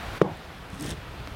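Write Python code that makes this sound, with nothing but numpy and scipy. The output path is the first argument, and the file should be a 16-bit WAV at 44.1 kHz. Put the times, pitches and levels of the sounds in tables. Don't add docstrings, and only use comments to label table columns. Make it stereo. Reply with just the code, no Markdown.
import sys
import numpy as np
from scipy import signal
from scipy.fft import rfft, irfft
from scipy.io import wavfile
from scipy.ndimage import uniform_filter1d

SR = 44100
rng = np.random.default_rng(int(sys.argv[2]) if len(sys.argv) > 2 else 0)


def voltage_ratio(decibels):
    exponent = np.asarray(decibels, float) / 20
    return 10 ** exponent


def generate_wav(signal):
    frames = np.transpose(np.atleast_2d(signal))
    scaled = np.clip(frames, -1, 1) * 32767
    pcm = np.round(scaled).astype(np.int16)
    wavfile.write(sys.argv[1], SR, pcm)


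N = 59535

# (frequency [Hz], level per Hz [dB])
AIR_SPECTRUM = [(20, -18), (35, 3), (130, -3.5), (250, -11.5), (700, -10), (1400, -12), (3500, -20.5),
                (7000, -34), (16000, -41)]
# (frequency [Hz], coherence [0-1])
AIR_COHERENCE = [(60, 0.95), (180, 1), (550, 0.62), (1650, 0.6), (4970, 0.91), (15000, 1)]
# (frequency [Hz], difference [dB])
AIR_PAN = [(60, 4), (240, 5), (950, 0.0), (3770, -1.0), (15000, 0.5)]
# (frequency [Hz], phase [rad])
AIR_LEAD = [(0, 0.82), (690, -0.82), (4050, -0.59), (6800, -1.2), (15800, -0.55)]
# (time [s], gain [dB])
RECORDER_GAIN = [
    (0, 4.5),
    (.12, 4),
    (.178, 6),
    (.188, -1.5),
    (.225, -4),
    (.27, -4),
    (.33, -1.5),
    (.7, -2.5),
    (1.35, -0.5),
]
# (frequency [Hz], T60 [s], level [dB])
YARD_TAIL = [(100, 0.53, -2), (190, 0.19, 3), (432, 0.068, -2), (895, 0.59, -2), (1200, 0.15, -14),
             (2000, 0.028, -6), (8000, 0.046, 0)]
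# (frequency [Hz], difference [dB])
BOOT_PAN = [(60, 2.5), (180, 6.5), (550, 1.5), (1650, -1.5), (4970, -1), (15000, -3.5)]
# (frequency [Hz], phase [rad])
BOOT_LEAD = [(0, 1), (780, -1.04), (4220, -0.2), (6980, 0.024), (13400, 0.0), (15800, -0.19)]
# (time [s], peak [dB], frequency [Hz], breadth [held to 0.1-1.5])
SNAPS = [(.372, -45, 9550, 0.4), (0.7016, -43, 11500, 1.2), (0.7026, -41, 7000, 1.2),
         (.716, -50, 11900, 0.5), (0.7464, -46, 13000, 0.9), (0.7484, -51, 9000, 0.9),
         (0.757, -45, 11900, 0.9), (.7985, -32.5, 7360, 1), (0.8094, -26.5, 8000, 0.7),
         (.819, -37, 8000, 0.06), (0.823, -31, 11500, 0.4), (.825, -31, 12000, 1), (.8265, -34, 7000, 0.5),
         (0.827, -36, 5200, 0.3), (.8385, -53, 10000, .7), (.842, -43, 5600, 0.6), (.844, -32, 8200, 1),
         (0.848, -39, 5500, 0.8), (0.85, -44, 5800, .5), (.858, -34, 5600, 1), (.8625, -26.5, 6500, 1),
         (0.868, -35.5, 3400, .3), (.873, -51, 5500, .5), (.877, -41, 3400, 0.3), (0.8937, -30, 9300, 0.05),
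         (0.895, -32, 3300, 0), (.897, -43, 4000, 0.9), (0.9055, -24.5, 5530, 1), (0.91, -32, 3400, .3),
         (.9118, -26.5, 8000, 0.54), (.9152, -38, 3500, 0.3), (0.922, -40, 3800, 0.3),
         (0.924, -34, 3900, .4), (0.9307, -37, 3700, .4), (.936, -44, 8000, 1)]
# (frequency [Hz], width [Hz], level [dB])
GRAIN_BANDS = [(3500, 900, 0), (5300, 1000, 0), (6600, 900, -3), (8250, 1100, 0), (9400, 1100, -2),
               (11400, 1300, -6), (13800, 2500, -11)]
# (time [s], peak [dB], frequency [Hz])
KNOCKS = [(.730, -30, 185), (.759, -31, 110), (.843, -28, 140), (.881, -28, 230), (.908, -29, 150),
          (.925, -34, 440), (.935, -31, 85), (.982, -33, 110), (1.09, -33, 75), (1.12, -33, 100),
          (1.14, -39, 350), (1.178, -35, 75), (1.204, -33, 140), (1.204, -39, 420), (1.2755, -34, 300),
          (1.312, -36, 80)]
# (time [s], energy [dB])
PEBBLE_TICKS = [
    (1.113, -31),
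    (1.2025, -29),
    (1.2742, -19.5),
]
# (frequency [Hz], width [Hz], level [dB])
PEBBLE_BANDS = [(450, 500, 3), (1200, 1000, -2), (2200, 1200, 1), (3900, 900, -6)]
# (time [s], grit level [dB], body level [dB])
DRAG = [
    (.69, -74, -61),
    (.73, -51, -53),
    (.78, -50.5, -53),
    (.80, -46, -45),
    (.84, -42, -36),
    (.89, -39.5, -34.5),
    (.915, -40, -34.5),
    (.945, -55, -36),
    (.99, -64, -70),
]
# (frequency [Hz], width [Hz], level [dB])
SAND_BANDS = [(1770, 1160, 18.5), (2620, 380, 11), (3220, 2400, 16.5), (5540, 2900, 11), (6500, 390, 3),
              (7620, 2800, 6), (8740, 1500, 2), (11000, 1800, -20), (14400, 5100, -9)]
# (frequency [Hz], width [Hz], level [dB])
SOLE_BANDS = [(88, 32, 7), (147, 33, 7), (220, 110, 6), (305, 80, -1.5), (444, 140, -16), (805, 79, -16)]
# (time [s], frequency [Hz], level [dB])
JUDDER = [
    (.78, 271.2, -50),
    (.80, 274.7, -35),
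    (.825, 313.6, -33.5),
    (.85, 278, -37.5),
    (.86, 278, -78),
]
# (frequency [Hz], level [dB], T60 [s])
OUTWARD_MODES = [(188.5, -14.2, .09), (425, 3.3, .017), (505, -19.5, .075), (586, -21.6, .049),
                 (1034, -1.5, .006), (1908, -23, .016), (834, -36, .06)]
# (frequency [Hz], level [dB], T60 [s])
INWARD_MODES = [(138, -12.2, .046), (312, -21.3, .102), (1304, -6.2, .006)]
# (time [s], energy [dB], frequency [Hz])
CRACKS = [(.2148, -13, 2400), (.2150, -20, 3500), (.2148, -27, 5200), (.2160, -16, 2100),
          (.2172, -15, 2900), (.2198, -23, 5200), (.2228, -24, 2800), (.2148, -33, 7200),
          (.2146, -31, 11500), (.2168, -33, 9500), (.2195, -31, 7900), (.2200, -35, 11600),
          (.2167, -31, 5500)]
# (time [s], peak [dB], frequency [Hz])
FLUTTER = [(.2290, -35, 810), (.232, -39, 1120), (.2335, -30, 500), (.239, -37, 850), (.246, -39, 1110),
           (.2495, -29, 495), (.250, -28, 360), (.2505, -29, 830), (.256, -38, 1065), (.2615, -32, 473),
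           (.2625, -23, 172), (.2635, -35, 947), (.2655, -29, 700), (.2715, -37, 860), (.2775, -36, 550),
           (.279, -31, 355), (.2795, -33, 753), (.2875, -42, 1130), (.2895, -37, 613), (.2905, -30, 161),
           (.2925, -38, 915), (.2955, -37, 333), (.301, -36, 710), (.3055, -36, 818), (.3065, -35, 150),
           (.314, -38, 333), (.314, -40, 527), (.3205, -33, 118)]


def evened(x):
    return x / np.sqrt(np.mean(x ** 2) + 1e-20)


def read(points, hz):
    f, value = np.transpose(points)
    return np.interp(np.log(hz + 1), np.log(f + 1), value)


def curve(table, column):
    table = np.array(table)
    return np.interp(np.arange(N) / SR, table[:, 0], table[:, column])


def add(mix, at_s, sound):
    part = mix[round(at_s * SR):][:len(sound)]
    part += sound[:len(part)]


def resonate(x, hz, width_hz):
    turn = np.exp(2j * np.pi * hz * np.arange(len(x)) / SR)
    r = np.exp(-np.pi * width_hz / SR)
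    return 2 * (turn * signal.lfilter([1 - r], [1, -r], x / turn)).real


def resonate_twice(x, hz, width_hz):
    return resonate(resonate(x, hz, width_hz), hz, width_hz)


def steep(x, hz, width_hz):
    y = resonate_twice(x, hz, width_hz)
    return y / np.linalg.norm(y)


def clicks(per_s, spread_db):
    size = voltage_ratio(spread_db * np.minimum(rng.exponential(1, N), 4))
    sign = rng.choice([-1., 1.], N)
    return evened(size * sign * (rng.random(N) < per_s / SR))


def port_half(pan, lead, hz):
    return voltage_ratio(read(pan, hz) / 2) * np.exp(.5j * read(lead, hz))


def air():
    level_db, patch_db = -39, 0.81
    hz = np.fft.rfftfreq(1024, 1 / SR)
    a, b, c, d, patches = rng.standard_normal((N // 256 + 5, 513, 5)).T
    patches = uniform_filter1d(patches, size=12, axis=0)
    patches = evened(uniform_filter1d(patches, size=10, axis=1))
    same = np.clip(read(AIR_COHERENCE, hz), 0, 1)[:, None]
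    one, other = a + 1j * b, c + 1j * d
    half = port_half(AIR_PAN, AIR_LEAD, hz)[:, None]
    z = np.array([one * half, (same * one + np.sqrt(1 - same ** 2) * other) / half])
    z = z * voltage_ratio(read(AIR_SPECTRUM, hz)[:, None] + patch_db * patches)
    wash = signal.istft(z, nperseg=1024, noverlap=768)[1][:, :N]
    return voltage_ratio(level_db) * wash / wash.mean(0).std()


def yard(x):
    gap_s, onset_s = 0.017, 0.0047
    taps = rng.standard_normal((2, SR // 2)) * (rng.random((2, SR // 2)) < .2)
    hz, t, z = signal.stft(taps, SR, nperseg=512)
    table = np.array(YARD_TAIL)
    t60_s = read(table[:, [0, 1]], hz)[:, None]
    colour_db = read(table[:, [0, 2]], hz)[:, None]
    tail = signal.istft(z * voltage_ratio(colour_db - 60 * t / t60_s), SR, nperseg=512)[1]
    tail = tail * np.clip((np.arange(tail.shape[1]) / SR - gap_s) / onset_s, 0, 1)
    hz = np.fft.rfftfreq(tail.shape[1], 1 / SR)
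    low = abs(rfft(tail)[:, (hz > 200) & (hz < 600)]).std() + 1e-9
    blended = tail + .5 * tail[::-1]
    return signal.fftconvolve(x[None], blended / low, axes=1)[:, :N]


def ports(x):
    half = port_half(BOOT_PAN, BOOT_LEAD, np.fft.rfftfreq(N, 1 / SR))
    return irfft(rfft(x) * np.array([half, 1 / half]) * 2 / (half + 1 / half), N)


def knocks():
    t60_s, rise_s = 0.085, 0.0017
    out, t = np.zeros(N), np.arange(3000) / SR
    for s, db, hz in KNOCKS:
        tone = voltage_ratio(db - 60 * t / t60_s) * np.sin(2 * np.pi * hz * t)
        add(out, s, tone * np.minimum(t / rise_s, 1))
    return out


def pebble_ticks():
    decay_s = .0012
    out, t = np.zeros(N), np.arange(3000) / SR
    for s, db in PEBBLE_TICKS:
        burst = .15 * rng.standard_normal(3000) * np.exp(-t / decay_s) - 2 * (t == 0)
        tick = sum(steep(burst, hz, 1.3 * width_hz) * voltage_ratio(d) for hz, width_hz, d in PEBBLE_BANDS)
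        add(out, s, voltage_ratio(db) * tick)
    return out


def grain_snaps():
    decay_s, narrow_db = .0008, 9
    out, t = np.zeros(N), np.arange(3000) / SR
    for s, db, centre_hz, breadth in SNAPS:
        burst = .22 * rng.standard_normal(3000) * np.exp(-t / decay_s) + 2 * (t == 0)
        snap = np.zeros(3000)
        for hz, width_hz, band_db in GRAIN_BANDS:
            off = np.log2(hz / centre_hz) / np.clip(breadth, .1, 1.5)
            snap += steep(burst, hz, width_hz) * voltage_ratio(band_db - narrow_db * off ** 2)
        add(out, s, voltage_ratio(db) * snap / abs(snap).max())
    return out


def drag():
    crackle_db, rasp_db, body_db = -3, -8, -1.5
    start_s, stop_s = DRAG[0][0], DRAG[-1][0]
    moving = np.interp(np.arange(N) / SR, [start_s - .02, start_s, stop_s, stop_s + 0.032], [0, 1, 1, 0])
    sand = voltage_ratio(crackle_db) * clicks(3000, 2.6) + voltage_ratio(rasp_db) * rng.standard_normal(N)
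    grit = sum(voltage_ratio(db) * resonate_twice(sand, hz, width_hz) for hz, width_hz, db in SAND_BANDS)
    grit = evened(grit) * sand.std()
    slips = uniform_filter1d(clicks(860, 2.7), size=20)
    body = evened(sum(voltage_ratio(db) * evened(resonate(slips, hz, width_hz)) for hz, width_hz, db in SOLE_BANDS))
    judder = voltage_ratio(curve(JUDDER, 2)) * np.sin(2 * np.pi * np.cumsum(curve(JUDDER, 1)) / SR)
    return moving * (grit * voltage_ratio(curve(DRAG, 1)) + body * voltage_ratio(curve(DRAG, 2) + body_db) + judder)


def flutter():
    level_db, smear_s, smear_turns, rough = -.5, .0042, .45, .25
    out, t = np.zeros(N), np.arange(2000) / SR
    for s, db, hz in FLUTTER:
        noise = rng.standard_normal(2000)
        swell_s = smear_s + smear_turns / hz
        tone = np.sin(2 * np.pi * hz * t + 3 * noise[0]) + rough * evened(steep(noise, hz, 220))
        envelope = (t / swell_s) ** 2 * np.exp(2 - 2 * t / swell_s)
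        add(out, s - 1.2 * swell_s, voltage_ratio(db + level_db) * envelope * tone)
    return out


def cracks():
    decay_s = .0014
    out, t = np.zeros(N), np.arange(2000) / SR
    for s, db, hz in CRACKS:
        burst = rng.standard_normal(2000) * np.exp(-t / decay_s) + 4 * (t == 0)
        width_hz = 900 + .3 * hz
        add(out, s, voltage_ratio(db) * steep(steep(burst, hz, width_hz), hz, width_hz))
    return out


def ring(modes):
    rise_turns = .26
    t, out = np.arange(8000) / SR, np.zeros(8000)
    for hz, db, t60_s in modes:
        swell = (1 - np.exp(-t * hz / rise_turns)) ** 2
        out += voltage_ratio(db - 60 * t / t60_s) * np.sin(2 * np.pi * hz * t) * swell
    return out


def stomp():
    out = cracks() + flutter()
    add(out, .21526, ring(OUTWARD_MODES) - ring(INWARD_MODES))
    return out


def scene():
    yard_db = -27
    boot = stomp() + drag() + grain_snaps() + knocks() + pebble_ticks()
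    return ports(boot) + voltage_ratio(yard_db) * yard(boot) + air() * voltage_ratio(curve(RECORDER_GAIN, 1))


def roll_off(x):
    return signal.sosfilt(signal.butter(12, 16220, fs=SR, output="sos"), x)


def record(dry):
    low_hz, top_hz = 28, 15950
    hz = np.fft.rfftfreq(N, 1 / SR)
    response = (hz < top_hz) / (1 + (low_hz / (hz + 1)) ** 6)
    band = irfft(rfft(dry) * response, N)
    return roll_off(np.clip(band, -.995, .995))


dry = scene()
out = record(dry)
generate_wav(out)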